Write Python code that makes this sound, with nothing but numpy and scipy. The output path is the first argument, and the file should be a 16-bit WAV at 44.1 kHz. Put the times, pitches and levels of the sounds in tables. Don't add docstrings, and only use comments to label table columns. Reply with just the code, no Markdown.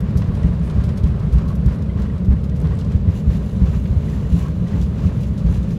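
import sys
import numpy as np
from scipy import signal
from scipy.fft import rfft, irfft, next_fast_len
from scipy.io import wavfile
from scipy.ndimage import uniform_filter1d, minimum_filter1d, map_coordinates

SR = 44100
rng = np.random.default_rng(int(sys.argv[2]) if len(sys.argv) > 2 else 0)


def master_out(mix):
    frames = np.transpose(np.atleast_2d(mix))
    ceiling = np.clip(frames, -1, 1)
    pcm = np.round(ceiling * 32767).astype(np.int16)
    wavfile.write(sys.argv[1], SR, pcm)


N = 254894
TIME = np.arange(N) / SR
HANDOVER_S = 3.05

# start_s, thump_db, hull_pitch_hz, hull_t60_s, panel_boom_db, shake_db
JOINTS = [(0.153, -7.5, 75.5, 0.057, -22, -10), (0.283, -8.5, 60.7, 0.054, -19.5, -15),
          (0.437, -8.5, 65.5, 0.082, -9.5, -2.5), (0.481, -13.5, 62, 0.19, -14.5, -26),
          (0.777, -12.5, 82, 0.059, -27, -12), (0.867, -15, 70, 0.086, -25, -2.5),
          (1.033, -5, 67, 0.073, -13, 0), (1.324, -11, 60, 0.18, -27, -5),
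          (1.339, -11, 56.2, 0.32, -22, -11), (1.652, -3, 64, 0.32, -12.5, 0),
          (1.692, -13, 62, 0.068, -24, -3.5), (1.948, -9, 90, 0.16, -11.5, -5),
          (2.279, -4, 64.6, 0.15, -12.5, -18), (2.306, -11.5, 58.3, 0.15, -17, -25),
          (2.612, -17, 75.5, 0.31, -12, -5), (2.872, -15, 97, 0.061, -19, -5),
          (2.945, -6.5, 71.5, 0.038, -15.5, -9), (3.074, -7, 89.5, 0.058, -10, -4),
          (3.269, -6.5, 64.4, 0.11, -11.5, -3), (3.61, -3.5, 64, 0.19, -11, -12),
          (3.677, -16, 63.4, 0.2, -18, -13), (3.899, -10.5, 64.5, 0.11, -18, -31),
          (3.962, -7, 87, 0.085, -23, -23), (4.319, -9.5, 70.4, 0.067, -15, 0),
          (4.332, -17, 72.6, 0.11, -9, -18), (4.732, -18, 86, 0.26, -9, -9),
          (5.046, -9, 84.3, 0.18, -10, -0.5), (5.44, -7, 60.2, 0.43, -12, -0.5),
          (5.494, -28, 62, 0.39, -14.5, -7), (5.559, -14, 60.6, 0.67, -37, -14),
          (5.619, -22, 61, .35, -44, -22)]
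# middle_s, length_s, shake_db
CABIN_SWAYS = [(0.13, 1, -2.5), (0.67, 0.18, -2.5), (0.79, 0.22, -1.5), (1.23, 0.32, -6), (1.39, 0.19, 0),
               (1.49, 0.13, -4), (1.735, 0.1, -5.5), (2.02, 0.15, 0.5), (2.325, 0.056, 2), (2.71, 0.26, -6),
               (3.335, 0.12, -2), (3.672, 0.17, 1.5), (3.755, 0.08, 1), (4.16, 0.47, -5), (4.42, 0.084, -2),
               (4.76, 0.24, -1.5), (5.02, 0.17, -1), (5.72, 0.13, -8)]
# middle_s, length_s, level_db, pitch_hz
FLOOR_DRONES = [(0.29, 0.15, -21.5, 170), (1.088, 0.23, -29.5, 169), (1.658, 0.079, -18.5, 177),
                (1.83, 0.075, -21, 157.9), (2.02, 0.13, -21, 195.3), (2.267, 0.16, -19, 186),
                (2.645, .11, -18.5, 144), (3.621, 0.063, -19.5, 183), (3.87, 0.1, -21.5, 180),
                (4.105, 0.07, -32, 175.6), (4.349, 0.11, -17.5, 165.8), (4.491, 0.092, -18, 176.4),
                (4.641, 0.17, -18, 173), (5.58, 0.12, -26, 180)]
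# middle_s, length_s, level_db
TRAY_BUZZES = [(0.16, 0.044, -44), (0.79, 0.081, -50), (1.235, 0.082, -45), (1.4, .11, -49),
               (1.495, 0.15, -44), (1.72, .05, -52.5), (2.725, 0.055, -48), (3.67, 0.054, -44),
               (4.46, 0.083, -44), (4.75, 0.069, -45), (5.04, 0.069, -48)]
METAL_JINGLES = [(3.18, 0.1, -58.5), (3.345, 0.11, -61), (3.52, 0.29, -63.5), (3.77, 0.35, -63),
                 (4.12, 0.32, -62), (4.39, 0.29, -57.5), (4.79, 0.2, -63.5), (5.06, 0.13, -66),
                 (5.22, 0.24, -64.5), (5.53, 0.14, -59.5), (5.72, .16, -65)]
# start_s, level_db, centre_hz, t60_s, treble_db
FITTING_CLACKS = [(0.0044, -50, 6100, 0.062, 5), (0.171, -44.5, 7400, 0.12, -1),
                  (0.22, -43.5, 3480, 0.037, -2), (0.349, -51, 6000, 0.1, 2), (0.4299, -48, 4000, 0.052, 5),
                  (0.6982, -43, 4460, .019, 2), (0.708, -49, 5500, .025, 0), (0.8355, -48, 5600, 0.13, 2),
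                  (0.8875, -49, 5000, .087, 1), (0.971, -46.5, 5500, 0.11, 3), (1.034, -50, 5500, .022, 0),
                  (1.0405, -39.5, 4600, 0.013, 4), (1.073, -52, 7000, .02, -6),
                  (1.1944, -54.5, 6000, 0.077, 0), (1.323, -51, 6400, 0.18, 1),
                  (1.3823, -49, 5000, 0.089, -1), (1.477, -53, 6500, 0.19, 2), (1.5525, -51, 8040, .06, 1),
                  (1.6605, -43, 7000, 0.02, -1), (1.8215, -51.5, 6000, .05, 1),
                  (2.016, -51.5, 5800, .11, 1), (2.1805, -53, 6000, .03, -2), (2.246, -56, 6500, 0.11, -2),
                  (2.436, -52, 6400, .1, -2), (2.494, -51, 4600, .045, 4), (2.559, -54, 6500, 0.1, 0),
                  (2.6145, -49, 7500, .025, 0), (2.6715, -47, 5000, .018, 0), (2.785, -50, 5800, 0.18, 0),
                  (2.8115, -45, 4200, .03, 0), (2.8454, -52, 5500, .07, -2), (2.917, -51, 5100, 0.1, 3),
                  (3.856, -44.5, 2300, .05, 12), (4.672, -49.5, 5040, .09, 0),
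                  (4.812, -46.5, 5900, 0.15, -1), (5.206, -53.5, 7000, .09, 2),
                  (5.2315, -47, 5000, .05, -3), (5.376, -49.5, 5900, 0.14, 0), (5.5344, -52, 5500, 0.17, 2),
                  (5.6275, -53, 5000, .072, 7), (5.7044, -51, 6500, 0.11, -4)]
# start_s, level_db, pitch_hz
LATCH_KNOCKS = [(0.22, -42.5, 1930), (0.432, -41, 1930), (0.795, -45, 1970), (1.895, -43.5, 2050),
                (2.056, -45, 1910), (2.096, -42, 1920), (2.365, -46, 1900), (2.5178, -45, 1920),
                (2.719, -42, 1890), (2.741, -44.5, 1870), (3.075, -46, 1960), (4.0785, -44, 1970),
                (4.131, -44, 1840), (4.2483, -46, 1860), (4.6636, -43.5, 1930), (4.731, -45, 1960)]
CLIP_TICKS = [(0.597, -47, 6900), (0.699, -50, 4400), (1.6615, -43, 6160), (2.602, -43, 7800),
              (2.753, -40, 7700), (2.771, -48, 8000), (2.874, -49, 7600), (4.932, -57, 9800),
              (5.061, -50, 10600), (5.237, -51, 9000)]

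# pitch_ratio, level_db, t60_ratio
HULL_MODES = [(1.003, 2.5, 0.94), (1.549, -7, 0.91)]
# pitch_hz, level_db, t60_s
PANEL_MODES = [(102, 0, 0.069), (145.7, -13, 0.24), (173.15, -1, 0.17), (278, -18, 0.21), (414, -19, 0.084)]
TRAY_MODES = [(1010, -0.5, .025), (1119, -1.5, 0.065), (1308, -6, 0.035), (1600, -7, 0.034)]
LATCH_MODES = [(.55, -18.5, 0.053), (0.841, -14, 0.08), (1, -3, 0.039), (1.1, -15, 0.044),
               (1.55, -13.5, 0.038)]
CLIP_MODES = [(.89, -1, 0.012), (1, -2, 0.017), (1.07, -4, .014), (1.3, -6, .01)]
# pitch_hz, level_db
METAL_MODES = [(2910, 4), (3620, 0), (3997, 2), (4480, -1), (6040, -1), (6428, -1), (7195, -1), (9905, -4),
               (10108, -1.5), (10255, -2), (11953, -2), (12106, -6), (12523, -8), (14033, -6),
               (14326, -4.5), (15412, -11)]

# frequency_hz, gain_db
TYRE_EQ = [(20, -34.5), (30, -7), (44, -12.5), (60, 7.5), (80, 2), (125, 0), (165, 2.5), (192, -2.5),
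           (225, -9.5), (320, -20.5), (420, -18.5), (570, -24.5), (760, -40.5), (1400, -75)]
WALL_EQ = [(450, -18), (780, 2.5), (1000, 3.5), (1300, -2.5), (1900, -5), (2800, -16), (4500, -21.5),
           (9000, -49.5)]
TRIM_EQ = [(1200, -0.5), (2500, 9), (3800, 1), (5500, -0.5), (7200, -5), (8600, -13), (11800, -19),
           (16000, -16.5)]
PLASTIC_EQ = [(700, -15.5), (2000, 10), (4200, 2.5), (6200, -1), (8500, -7), (12000, -3), (16000, -3)]
METAL_SCRAPE_EQ = [(1500, -8), (2900, 0), (4500, -5), (5400, -7), (7200, -3.5), (8200, -11.5), (9400, -13),
                   (10150, -14.5), (11000, -16.5), (16000, -17)]
SHADE_EQ = [(2500, -5), (4500, -6), (6500, -7.5), (9000, -6), (12000, -6), (13500, -15), (16000, -15)]
AIRFLOW_EQ = [(300, -16.5), (600, 5.5), (780, -5), (1100, -3), (1600, -10), (2500, -17.5), (4000, -19),
              (6000, -33.5), (9000, -31), (12000, -39), (16000, -67)]


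def tyre_rumble(shake, level_db=-18, follow=0.18):
    return unit(colour(rng.standard_normal(N), TYRE_EQ)) * shake ** follow * undb(level_db)


def joint_thumps(rise_s=0.0066, panel_gain_db=-1, low_cut_hz=36):
    out, t = np.zeros(N), TIME[:SR // 2]
    push = 1 - np.exp(-(t / rise_s) ** 2)
    struts = signal.butter(4, low_cut_hz, "high", fs=SR, output="sos")
    detunes = 1 + 0.023 * rng.standard_normal((len(JOINTS), len(PANEL_MODES)))
    for (start, thump_db, hull_hz, hull_t60, boom_db, _), detune in zip(JOINTS, detunes):
        hull = sum(undb(db) * ring(t, hull_hz * ratio, share * hull_t60)
                   for ratio, db, share in HULL_MODES)
        panels = sum(undb(db) * ring(t, hz * k, t60) for (hz, db, t60), k in zip(PANEL_MODES, detune))
        thump = peak(signal.sosfilt(struts, push * hull), thump_db)
        boom = peak(push * panels, boom_db + panel_gain_db)
        add(out, start, thump + boom)
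    return out


def cabin_shake(rest_db=-8.5, rise_s=0.023, t60_s=0.56):
    power, t = undb(rest_db) ** 2 + swells(CABIN_SWAYS), TIME[:SR]
    surge = (1 - np.exp(-(t / rise_s) ** 2)) * fade(t, t60_s)
    for start, *_, shake_db in JOINTS:
        add(power, start, peak(surge, shake_db) ** 2)
    return np.sqrt(power)


def floor_drones(gain_db=-1.5, waver=0.0349):
    out = np.zeros(N)
    clock = np.cumsum(1 + waver * walk(25)) / SR
    for middle, length, db, hz in FLOOR_DRONES:
        swell = np.sqrt(swells([(middle, length, db + gain_db)]))
        out += np.sqrt(2) * swell * np.sin(2 * np.pi * hz * clock)
    return out


def panel_chatter(shake, wall_db=-45.5, trim_db=-54, trim_growth_db_per_s=0.6, trim_follow=0.74):
    wall = unit(colour(rattle(rate=260, spread_db=1.5, t60=0.055), WALL_EQ))
    trim = unit(colour(rattle(rate=530, spread_db=4, t60=0.13), TRIM_EQ))
    trim_gain = undb(trim_db + trim_growth_db_per_s * TIME)
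    return wall * shake * undb(wall_db) + trim * shake ** trim_follow * trim_gain


def tray_buzz(shake, tremble_db=-53, follow=1.8):
    taps = rattle(rate=200, spread_db=3, t60=0.03)
    body = sum((-1) ** k * undb(db) * ring(TIME[:SR // 8], hz, t60)
               for k, (hz, db, t60) in enumerate(TRAY_MODES))
    tremble = shake ** follow * undb(tremble_db)
    drive = np.sqrt(swells(TRAY_BUZZES) + tremble ** 2)
    return unit(signal.fftconvolve(taps, body)[:N]) * drive


def fitting_clacks(gain_db=1, rise_share=0.014, treble_hz=9500):
    out, t = np.zeros(N), TIME[:SR // 5]
    skitter = colour(contacts(rate=6100, spread_db=6.5), PLASTIC_EQ)
    for k, (start, db, hz, t60, treble_db) in enumerate(FITTING_CLACKS):
        grains = np.roll(skitter, -k * len(t))[:len(t)]
        grains = bandpass(grains, hz, edge_ratio=1.71, order=2)
        grains = colour(grains, [(treble_hz / np.sqrt(2), 0), (treble_hz, treble_db)])
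        attack = 1 - np.exp(-t / (rise_share * t60))
        force = peak(attack * fade(t, t60), db + gain_db)
        add(out, start, unit(grains * force) * np.sqrt(np.mean(force ** 2)))
    return cabin_reverb(out, t60=0.07, wet_db=-13)


def latch_knocks(gain_db=3.5, rise_s=0.0019, hold_s=0.0069):
    out, t = np.zeros(N), TIME[:SR // 6]
    attack = 1 - np.exp(-t / rise_s)
    since_release = np.maximum(t - hold_s, 0)
    for start, db, hz in LATCH_KNOCKS:
        note = sum(undb(mode_db) * np.sin(2 * np.pi * hz * ratio * t) * fade(since_release, t60)
                   for ratio, mode_db, t60 in LATCH_MODES)
        add(out, start, peak(note * attack, db + gain_db))
    return out


def metal_jingle(shake, tremble_db=-66, follow=0.33, ring_gain_db=0.5, scrape_gain_db=6):
    tremble = shake ** follow * undb(tremble_db)
    drive = np.sqrt(swells(METAL_JINGLES) + tremble ** 2)
    fade_in = np.clip((TIME - HANDOVER_S) / 0.071, 0, 1)
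    taps = rattle(rate=900, spread_db=3, t60=0.02)
    body = sum(undb(db) * ring(TIME[:SR // 6], hz, t60=0.1) for hz, db in METAL_MODES)
    ringing = unit(signal.fftconvolve(taps, body)[:N]) * undb(ring_gain_db)
    scrape = unit(colour(taps, METAL_SCRAPE_EQ)) * undb(scrape_gain_db)
    return (ringing + scrape) * fade_in * drive


def clip_ticks(contact_t60_s=0.0034):
    out, t = np.zeros(N), TIME[:SR // 20]
    for start, db, hz in CLIP_TICKS:
        contact = rng.standard_normal(len(t)) * fade(t, contact_t60_s)
        note = sum(undb(mode_db) * ring(t, hz * ratio, t60) for ratio, mode_db, t60 in CLIP_MODES)
        add(out, start, peak(signal.fftconvolve(contact, note), db))
    return out


def shade_rustle(shake, level_db=-66.5):
    fade_out = np.clip((HANDOVER_S - TIME) / 0.1, 0, 1)
    ticks = cabin_reverb(rattle(rate=210, spread_db=11, t60=0.011), t60=0.055, wet_db=0)
    return unit(colour(ticks, SHADE_EQ)) * fade_out * shake * undb(level_db)


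def shade_slide(middle_s=0.67, length_s=0.12, level_db=-59.5):
    friction = rattle(rate=1100, spread_db=-1, t60=0.015)
    scrape = unit(bandpass(friction, centre_hz=8900, edge_ratio=1.1, order=1))
    return scrape * np.sqrt(swells([(middle_s, length_s, level_db)]))


def engine_hum(pitch_hz=207.5, level_db=-33):
    tone = np.sin(2 * np.pi * pitch_hz * TIME + 0.65 * walk(2.3))
    return unit(tone) * undb(level_db + walk(4.5))


def airflow(start_db=-44.5, easing_db_per_s=0.43, flutter_db=1.53):
    rush = unit(colour(rng.standard_normal(N), AIRFLOW_EQ))
    return rush * undb(start_db - easing_db_per_s * TIME + flutter_db * walk(12))


def cabin_reverb(x, t60, wet_db):
    t = TIME[:SR // 4]
    tail = rng.standard_normal(len(t)) * fade(t, t60)
    return x + undb(wet_db) * signal.fftconvolve(x, tail / np.linalg.norm(tail))[:N]


def rattle(rate, spread_db, t60):
    decay = np.exp(-np.log(1e6) / (t60 * SR))
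    energy = signal.lfilter([1], [1, -decay], contacts(rate, spread_db) ** 2)
    return unit(np.sqrt(energy) * rng.standard_normal(N))


def contacts(rate, spread_db):
    hit = rng.random(N) < rate / SR
    size = undb(spread_db * np.clip(rng.standard_normal(N), -2, 2))
    return unit(hit * size * rng.choice([-1, 1], N))


def swells(table):
    power = np.zeros(N)
    for middle, length, db in table:
        during = np.abs(TIME - middle) < length / 2
        power[during] += (undb(db) * np.cos(np.pi * (TIME[during] - middle) / length)) ** 2
    return power


def ring(t, hz, t60):
    return np.sin(2 * np.pi * hz * t) * fade(t, t60)


def fade(t, t60):
    return np.exp(-np.log(1000) * t / t60)


def walk(rate):
    knots = rng.standard_normal(2048)
    return unit(map_coordinates(knots, [TIME * rate], order=1, mode="wrap"))


def colour(x, curve):
    hz, db = np.transpose(curve)
    size = 2 * next_fast_len(len(x) // 2 + SR // 10, real=True)
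    freqs = np.maximum(np.fft.rfftfreq(size, 1 / SR), 1)
    gain = undb(np.interp(np.log(freqs), np.log(hz), db))
    cepstrum = irfft(np.log(gain))
    cepstrum[1:size // 2] *= 2
    cepstrum[size // 2 + 1:] = 0
    return irfft(rfft(x, size) * np.exp(rfft(cepstrum)))[:len(x)]


def bandpass(x, centre_hz, edge_ratio, order):
    edges_hz = np.clip([centre_hz / edge_ratio, centre_hz * edge_ratio], 100, 0.45 * SR)
    return signal.sosfilt(signal.butter(order, edges_hz, "band", fs=SR, output="sos"), x)


def undb(db):
    return 10 ** (np.asarray(db) / 20)


def unit(x):
    return x / np.sqrt(np.mean(x ** 2))


def peak(x, db):
    return x / np.abs(x).max() * undb(db)


def add(out, start_s, sound):
    i = int(start_s * SR)
    out[i:i + len(sound)] += sound[:N - i]


def scene():
    shake = cabin_shake()
    low_end = tyre_rumble(shake) + joint_thumps() + floor_drones()
    rattles = panel_chatter(shake) + tray_buzz(shake) + metal_jingle(shake) + shade_rustle(shake)
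    accents = fitting_clacks() + latch_knocks() + clip_ticks() + shade_slide()
    background = engine_hum() + airflow()
    return (low_end + rattles + accents + background)[None]


def record(dry, ceiling=0.71, window_samples=441, edge_fade_s=0.003, top_hz=15750):
    allowed = ceiling / np.maximum(np.abs(dry), ceiling)
    gain = uniform_filter1d(minimum_filter1d(allowed, 2 * window_samples), window_samples)
    ends = np.clip(np.minimum(TIME, TIME[-1] - TIME) / edge_fade_s, 0, 1)
    high_cut = signal.ellip(10, 0.1, 80, top_hz, fs=SR, output="sos")
    return signal.sosfilt(high_cut, dry * gain * ends)


dry = scene()
out = record(dry)
master_out(out)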